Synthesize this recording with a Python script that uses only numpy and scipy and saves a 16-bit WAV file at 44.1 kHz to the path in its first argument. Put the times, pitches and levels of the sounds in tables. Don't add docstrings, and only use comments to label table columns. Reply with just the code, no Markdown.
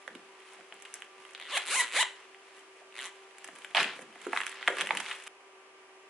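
import sys
import numpy as np
from scipy import signal
from scipy.fft import rfft, irfft
from scipy.io import wavfile
from scipy.ndimage import uniform_filter1d

SR = 44100
rng = np.random.default_rng(int(sys.argv[2]) if len(sys.argv) > 2 else 0)


def boost(x):
    u = np.asarray(x, float) / 20
    return 10 ** u


def materialize(psi):
    bounded = np.clip(np.atleast_2d(psi).T, -1, 1)
    quanta = np.round(bounded * 32767).astype(np.int16)
    wavfile.write(sys.argv[1], SR, quanta)


N = 268915
T = np.arange(N) / SR
CUT_S = 5.279


def level(x, db):
    return x * boost(db) / np.sqrt(np.mean(x ** 2))


def band(x, lo_hz, hi_hz, order=2):
    return signal.sosfilt(signal.butter(order, [lo_hz, hi_hz], "band", fs=SR, output="sos"), x)


def ring(x, modes):
    total = 0
    for k, (hz, width, db) in enumerate(modes):
        b, a = signal.iirpeak(hz, hz / width, SR)
        total = total + (-1) ** k * boost(db) * signal.lfilter(b, a, x)
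    return total


def along(table, hz):
    table_hz, value = np.transpose(table)
    return np.interp(np.log(hz + 1), np.log(table_hz), value)


def walk(rate):
    k = int(SR / rate)
    steps = np.repeat(rng.standard_normal(N // k + 1), k)
    smooth = uniform_filter1d(uniform_filter1d(steps, k), k)
    return level(smooth[:N], 0)


def fan():
    # f/Hz, relative level per Hz/dB
    air_colour = [(24, -82.5), (40, -21), (160, -34), (295, -19.5), (382, -11), (461, -14), (773, -14),
                  (869, -15.5), (978, -12), (1460, -17), (2230, -15), (2950, -17), (3820, -27.5),
                  (5440, -27.5), (11000, -33.5), (14300, -71), (22000, -120)]
    # f/Hz, likeness from -1 to 1
    likeness = [(60, 0.99), (130, 0.61), (270, 0.93), (580, 0.88), (1230, 0.37), (2610, 0.12),
                (5540, -0.35), (11800, 0.2)]
    # f/Hz, level/dB, rms wander/Hz, rms waver before levelling/dB
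    hum = [(384, -62, 3, 1.3), (785, -71.5, 2, 3), (973, -75.5, 2.3, 3.5), (1177, -68, 1.3, 2.2),
           (1367, -78, 1.5, 3), (1570, -75.5, 1.5, 3)]
    hz = np.fft.rfftfreq(N, 1 / SR)
    alike = np.clip(along(likeness, hz), -1, 1)
    mid, side = rfft(rng.standard_normal((2, N))) * np.sqrt([1 + alike, 1 - alike])
    spectrum = np.array([mid + side, mid - side]) * boost(along(air_colour, hz))
    air = level(irfft(spectrum, N), -57)
    tones = 0
    for f, db, wander, waver_db in hum:
        phase = 2 * np.pi * np.cumsum(f + wander * walk(8)) / SR
        tones = tones + level(boost(waver_db * walk(10)) * np.sin(phase), db)
    hiss = level(band(rng.standard_normal((2, N)), 1000, 9100, order=1), -69) * (T < CUT_S)
    return air + tones + hiss


def shifts():
    # t/s, peak level/dB, time to fade by 60 dB/s
    shift_list = [(0.15, -56.5, 0.48), (0.6, -62, .25), (0.75, -66, 0.3), (0.975, -70, .3),
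                  (1.2, -67, 0.15), (3.53, -63, 0.63), (3.82, -41, 0.26), (3.92, -70, 0.15),
                  (4.011, -56, 0.93), (4.36, -61, 0.63), (4.69, -54.5, 0.2), (4.82, -51.5, 0.44),
                  (4.95, -48, 0.37)]
    swell = 0
    for s, db, t60 in shift_list:
        time_60db = np.where(T < s, 0.66 * t60, t60)
        swell = swell + boost(db - 60 * np.abs(T - s) / time_60db)
    return swell * level(band(rng.standard_normal(N), 160, 495), 0)


def sliding(column, t):
    # t/s, level of the body/dB, level of the treble/dB
    spells = [
        [(0.0, -64, -75), (0.35, -63.5, -83), (0.525, -58, -65.5), (0.68, -65.5, -81), (0.95, -57.5, -66),
         (1.125, -67, -87), (1.22, -58, -70), (1.35, -60.5, -74)],
        [(2.15, -56.5, -75), (2.37, -68.5, -92), (2.57, -58, -66.5), (2.7, -70, -92), (2.81, -64, -78)],
        [(3.12, -60.5, -74), (3.3, -64.5, -81), (3.48, -59.5, -70), (3.645, -57, -67), (3.746, -58, -71)],
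        [(3.75, -34, -60), (3.78, -30, -58), (3.81, -27.5, -48.5), (3.84, -38.5, -54), (3.92, -43.5, -70),
         (4.0, -56.5, -63), (4.07, -61.5, -82), (4.18, -58, -73), (4.24, -48.5, -60), (4.3, -54.5, -67),
         (4.36, -41.5, -50.5), (4.42, -50.5, -58.5), (4.48, -48, -56), (4.6, -48, -75.5), (4.68, -45, -59),
         (4.72, -53, -58.5), (4.8, -34.5, -57), (4.87, -47.5, -59), (4.97, -43.5, -56), (5.12, -43.5, -56),
         (5.18, -52.5, -63), (5.26, -54, -65), (5.281, -39.5, -44)],
    ]
    levels = []
    for spell in spells:
        spell = np.array(spell)
        levels.append(np.interp(t, spell[:, 0], spell[:, column], -200, -200))
    return np.max(levels, axis=0)


def rub(grains=900, uneven_db=4.0, grain_s=0.00086, smooth=1.45, patchy_db=1.0):
    size_db = uneven_db * np.minimum(rng.exponential(1, N), 3)
    slips = (rng.random(N) < grains / SR) * boost(size_db)
    fade = np.exp(-1 / (grain_s * SR))
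    noise = (smooth + signal.lfilter([1], [1, -fade], slips)) * rng.standard_normal(N)
    body = band(ring(noise, [(1200, 1720, 6.5), (2500, 1720, 11.5), (3370, 3400, -6.5)]), 260, 6340)
    treble = band(noise, 5800, 11500)
    body = level(body, 0) * boost(sliding(1, T) + patchy_db * walk(14))
    treble = level(treble, 0) * boost(sliding(2, T) + patchy_db * walk(14))
    return body + treble


def blow(push, hz, spread):
    # f/Hz, width/Hz, relative level/dB
    case_modes = [(172, 54, -7), (275, 74, 12.5), (360, 50, 6.5), (513, 82, -1.5), (673, 112, 3),
                  (756, 117, 2.5), (898, 103, 2), (1200, 313, 1), (1670, 394, 4), (2020, 530, 6),
                  (2553, 880, 4), (3170, 616, 3), (3910, 690, 0), (4105, 1180, -3.5)]
    near = []
    for f, width, db in case_modes:
        distance = np.log(f / hz) / spread
        near.append((f, width, db - 4 * distance ** 2))
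    y = band(ring(push, near), hz / 4, min(hz * 3.2, 5500))
    return y / np.abs(y).max()


def thumps(spread=0.18, rumble=0.046):
    # t/s, peak/dB, centre f/Hz, rumble's time to fade by 60 dB/s
    knocks = [(0.076, -42.5, 594, 0.18), (0.154, -39, 368, 0.065), (0.587, -49, 683, 0.066),
              (0.72, -44.5, 680, 0.031), (2.815, -47.5, 668, 0.08), (3.485, -41, 604, 0.091),
              (3.565, -60, 781, 0.08), (3.747, -23, 770, 0.13), (3.768, -22, 766, 0.071),
              (3.809, -47, 744, 0.078), (3.988, -39, 510, 0.14), (4.265, -26.5, 420, 0.13),
              (4.284, -38, 390, 0.23), (4.329, -32.5, 870, 0.28), (4.677, -45, 674, 0.098),
              (4.7, -27, 481, 0.21), (4.768, -36, 480, 0.35), (4.838, -34.5, 496, 0.096),
              (4.905, -21, 830, 0.069)]
    out, t = np.zeros(N + 8192), T[:8192]
    for s, db, hz, t60 in knocks:
        push = rumble * rng.standard_normal(8192) * 1000. 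** (-t / t60)
        push[0] += 1
        at = int(s * SR)
        soft_push = band(push, hz * 0.24, hz * 1.75)
        out[at:at + 8192] += boost(db) * blow(soft_push, hz, spread)
    return out[:N]


def crackles(count=60, over_db=12, scatter_db=3, hz=1900, tick_db=12, contact_ms=2.7):
    when = rng.random(count) * CUT_S
    chance = rng.standard_normal((count, 3))
    found = []
    for s, (a, b, c) in zip(when, chance):
        peak_db = sliding(1, s) + over_db + scatter_db * a
        thin_db = sliding(2, s) + tick_db + scatter_db * c
        found.append((s, peak_db, hz * np.exp(.3 * b), thin_db, contact_ms))
    return found


def taps(spread=0.64, edge=6, tick_gain_db=9):
    # t/s, peak of the ring/dB, centre f/Hz, peak of the tick before tick_gain_db/dB, contact fade/ms
    tap_list = [(0.0772, -27, 1810, -52, 1.1), (0.1512, -35, 2170, -54, 3.6), (0.5332, -49, 937, -54, 3.6),
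                (0.6078, -41.5, 926, -69, 2.3), (0.7236, -30, 2540, -63, 0.61),
                (0.741, -47, 1180, -51, 1.3), (0.822, -43, 2320, -44.5, 2.3),
                (0.851, -34.5, 2500, -56, 5.6), (0.9398, -35.5, 2330, -35, 1.5),
                (1.021, -27, 2640, -49, 0.33), (1.2506, -37, 2020, -61, 3.3), (1.62, -33, 3300, -44, 1),
                (1.812, -25, 2500, -45, 1.5), (2.027, -21, 1600, -45, 1.5),
                (2.3456, -37.5, 2110, -69, 0.89), (2.5754, -45, 970, -66, 1.5),
                (3.3829, -40, 2120, -46.5, 1.4), (3.4432, -34, 1720, -40, 3), (3.476, -38, 2130, -48, 2),
                (3.4859, -35.5, 1090, -67, 3.2), (3.5595, -37, 2140, -54, 1.5),
                (3.5855, -42, 1920, -53, 2.3), (3.62, -39, 2170, -61, 1.7), (3.6459, -28, 2100, -48.5, 2.5),
                (3.71, -41, 2250, -66, 1.4), (3.7478, -13.5, 2930, -41, 3.1), (3.7581, -24, 1120, -43, 2),
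                (3.768, -14.5, 3000, -45, 2), (3.772, -15.5, 2920, -52, 3.2), (3.779, -20, 3080, -58, 2.7),
                (3.8016, -15.5, 2120, -54, 3.1), (3.811, -31, 2880, -55, 2.3),
                (3.8294, -16.5, 2500, -34.5, 1.4), (3.9906, -36, 960, -59, 2.7),
                (4.1565, -37.5, 920, -65, 2.2), (4.2668, -29, 870, -50.5, 2.4),
                (4.3303, -19.5, 1090, -51, 2.7), (4.3628, -17, 1430, -55, 2),
                (4.373, -13.5, 2140, -42, 0.82), (4.4036, -19.5, 1400, -46, 1.7),
                (4.4137, -25, 1510, -50, 2.5), (4.4336, -27, 1780, -50, .69),
                (4.4661, -22.5, 2700, -33, 0.93), (4.477, -28, 2700, -50, 2.5), (4.494, -37, 2500, -44, 2),
                (4.517, -37, 3000, -45, 1), (4.526, -34, 2000, -56, 1), (4.627, -25, 1730, -58, 1.4),
                (4.676, -8, 1850, -43, 0.95), (4.6802, -9.5, 1200, -34.5, 1.5),
                (4.6995, -36, 2440, -53, 1.3), (4.769, -26, 1870, -57, 2), (4.784, -22.5, 1810, -43, 3.5),
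                (4.8034, -24, 1610, -43, 1.2), (4.8093, -15.5, 2630, -32, 1.3),
                (4.8156, -16.5, 1730, -36, 1.1), (4.8706, -21, 1870, -58, 1.8), (4.89, -24, 1540, -57, 2.3),
                (4.907, -12.5, 1500, -60, 2.1), (4.9498, -26, 1375, -42, 1.6),
                (4.9712, -18, 3620, -34.5, 2.7), (5.0, -27.5, 1540, -40, 3.1),
                (5.0035, -26, 2750, -59, 3.4), (5.0614, -28, 3100, -56, 1.6), (5.1111, -24, 2700, -52, 6.2),
                (5.2722, -35, 1590, -50, 1.6), (5.2765, -34, 1800, -53, 2.8)]
    out, t = np.zeros((2, N + 4096)), T[:4096]
    for s, db, hz, tick_db, contact_ms in tap_list + crackles():
        push = rng.standard_normal((2, 4096)) * np.exp(-1000 * t / contact_ms)
        push[0, 0] += edge
        tick = band(push[1], 6300, 11900)
        tick = tick / np.abs(tick).max()
        hit = boost(db) * blow(push[0], hz, spread) + boost(tick_db + tick_gain_db) * tick
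        at = int(s * SR)
        pan_db = -1.8 + 4 * rng.standard_normal()
        out[:, at:at + 4096] += hit * boost([[pan_db / 2], [-pan_db / 2]])
    return out[:, :N]


def zip_teeth(scatter_db=1.2, rasp_s=.0012, scrape_db=-13, flex_db=1.6, brisk=500, heft=.5):
    # f/Hz, width/Hz, relative level/dB
    tape_modes = [(262, 85, -13.5), (546, 266, -9.5), (1090, 534, -3), (1600, 880, -1.5), (1990, 470, 3.5),
                  (2500, 790, 0), (3000, 730, 0.5), (3900, 930, -7.5)]
    slider_modes = [(6750, 2300, -6.5), (7270, 470, 0.5), (9600, 3400, -7.5)]
    # t/s, speed/(teeth per s)
    speeds = [
        [(1.349, 30), (1.39, 45), (1.41, 78), (1.455, 120), (1.49, 250), (1.538, 610), (1.556, 520),
         (1.566, 580), (1.577, 860), (1.582, 780), (1.6, 110), (1.64, 100)],
        [(1.654, 130), (1.675, 170), (1.73, 620), (1.765, 1040), (1.78, 1065), (1.8, 975), (1.814, 960),
         (1.819, 500), (1.845, 250)],
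        [(1.853, 115), (1.92, 115), (1.94, 250), (1.965, 540), (1.995, 880), (2.01, 1020), (2.023, 945),
         (2.032, 400)],
        [(2.924, 48), (2.971, 111), (2.995, 122), (3.006, 150), (3.018, 112), (3.056, 200), (3.095, 150)],
    ]
    # t/s, level of the teeth before shake and speed weighting/dB
    pulls = [
        [(1.349, -48.5), (1.38, -54), (1.415, -45), (1.43, -52), (1.49, -48.5), (1.538, -35), (1.562, -33),
         (1.576, -24), (1.583, -40), (1.64, -48.5)],
        [(1.654, -45.5), (1.69, -37.5), (1.73, -34.5), (1.755, -28), (1.77, -33), (1.782, -28.5), (1.79, -30.5),
         (1.808, -28), (1.82, -37), (1.845, -36.5)],
        [(1.853, -45), (1.9, -50), (1.965, -28), (1.98, -31.5), (2.0, -26.5), (2.01, -26), (2.024, -26.5),
         (2.032, -33)],
        [(2.924, -61), (2.985, -42.5), (3.022, -43), (3.032, -46), (3.056, -40.5), (3.07, -47), (3.095, -59)],
    ]
    # metal rasp at the start/dB, rasp at the end/dB,
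    # drag on the tape before speed weighting/dB, unevenness of tooth spacing/(share of a spacing)
    stroke_sound = [(-16, -9.5, 3.5, 0), (-2.5, -6.5, -3, .03), (-7, -10.5, -3.5, 0.02),
                    (-13, -3, -3, 0.05)]
    clicks, teeth, rasp = np.zeros(N + 1), np.zeros(N), np.zeros(N)
    drag, pace = np.zeros(N), np.ones(N)
    for speed, pull, (*rasp_db, drag_db, jitter) in zip(speeds, pulls, stroke_sound):
        s, rate = np.transpose(speed)
        on = (T >= s[0]) & (T < s[-1])
        pace[on] = np.interp(T[on], s, rate)
        passed = np.cumsum(pace[on]) / SR
        tooth = np.arange(int(passed[-1]) + 1)
        chance = rng.standard_normal((2, len(tooth)))
        at = np.interp(tooth + jitter * chance[0], passed, T[on])
        size = boost(scatter_db * chance[1]) * np.sqrt(SR / np.interp(at, s, rate))
        whole, part = (at * SR).astype(int), at * SR % 1
        clicks[whole] += size * (1 - part)
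        clicks[whole + 1] += size * part
        drag[on] = boost(drag_db)
        s, teeth_db = np.transpose(pull)
        shake_db = .8 * walk(70)[on]
        teeth[on] = boost(np.interp(T[on], s, teeth_db) + shake_db)
        rasp[on] = teeth[on] * boost(np.interp(T[on], s[[0, -1]], rasp_db))
    clicks = clicks[:N]
    single_click = np.eye(1, 2048)[0]
    tape_gain = np.linalg.norm(ring(single_click, tape_modes))
    slider_gain = np.linalg.norm(ring(single_click, slider_modes))
    fade = np.exp(-1 / (rasp_s * SR))
    envelope = signal.lfilter([np.sqrt(1 - fade ** 2)], [1, -fade], clicks)
    burst = envelope * rng.standard_normal((2, N))
    weight = np.minimum(pace / brisk, 1) ** heft
    drag = drag * np.sqrt(weight * (1.025 - weight)) * rng.standard_normal(N)
    push = teeth * (clicks + boost(scrape_db) * burst[0] + drag) / tape_gain
    tape = 0
    for k, mode in enumerate(tape_modes):
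        flex = boost(flex_db * walk(60))
        low_share = max(1 - mode[0] / 2200, 0)
        tape = tape + (-1) ** k * ring(push * flex * weight ** low_share, [mode])
    slider = ring(rasp * (burst[1] + .5 * clicks), slider_modes) / slider_gain
    snap = boost(-10.5) * band(teeth * clicks, 820, 5100)
    return band(tape - snap, 180, 5200) + band(slider, 5900, 11500)


def place(x, smear_s=0.0088):
    # f/Hz, level of the difference part/dB
    port_difference = [(60, -7.5), (110, -14), (190, -19), (350, -31), (630, -18.5), (1130, -12),
                       (2030, -22.5), (3640, -0.5), (6550, -3.5), (11800, -4)]
    scatter = rng.standard_normal(N) * np.exp(-T / smear_s)
    turn = rfft(scatter) / np.linalg.norm(scatter)
    difference = boost(along(port_difference, np.fft.rfftfreq(N, 1 / SR)))
    side = irfft(rfft(x.mean(0)) * turn * difference, N)
    return x + side * np.array([[1], [-1]])


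def room(x):
    t60_s, treble_t60_s = 0.35, 0.19
    t = T[:SR // 2]
    noise = rng.standard_normal((2, len(t))) * (t > .003)
    body = band(noise, 354, 7400) * 1000. ** (-t / t60_s)
    treble = band(noise, 7000, 7600) * 1000. ** (-t / treble_t60_s)
    tail = body + treble
    tail = tail + 0.4 * tail[::-1]
    tail = tail / np.sqrt(np.sum(tail ** 2) / 2)
    return boost(-12.5) * signal.fftconvolve(x.mean(0)[None], tail, axes=1)[:, :N]


def scene():
    near = place(zip_teeth() + taps() + thumps() + rub() + shifts())
    return (near + room(near)) * (T < CUT_S) + fan()


def band_limit(x):
    return signal.sosfilt(signal.butter(12, 12380, fs=SR, output="sos"), x)


def record(dry):
    x = signal.sosfilt(signal.butter(2, 140, "high", fs=SR, output="sos"), dry)
    x = signal.sosfilt(signal.ellip(8, .2, 42, 11050, fs=SR, output="sos"), x)
    return band_limit(x)


dry = scene()
out = record(dry)
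materialize(out)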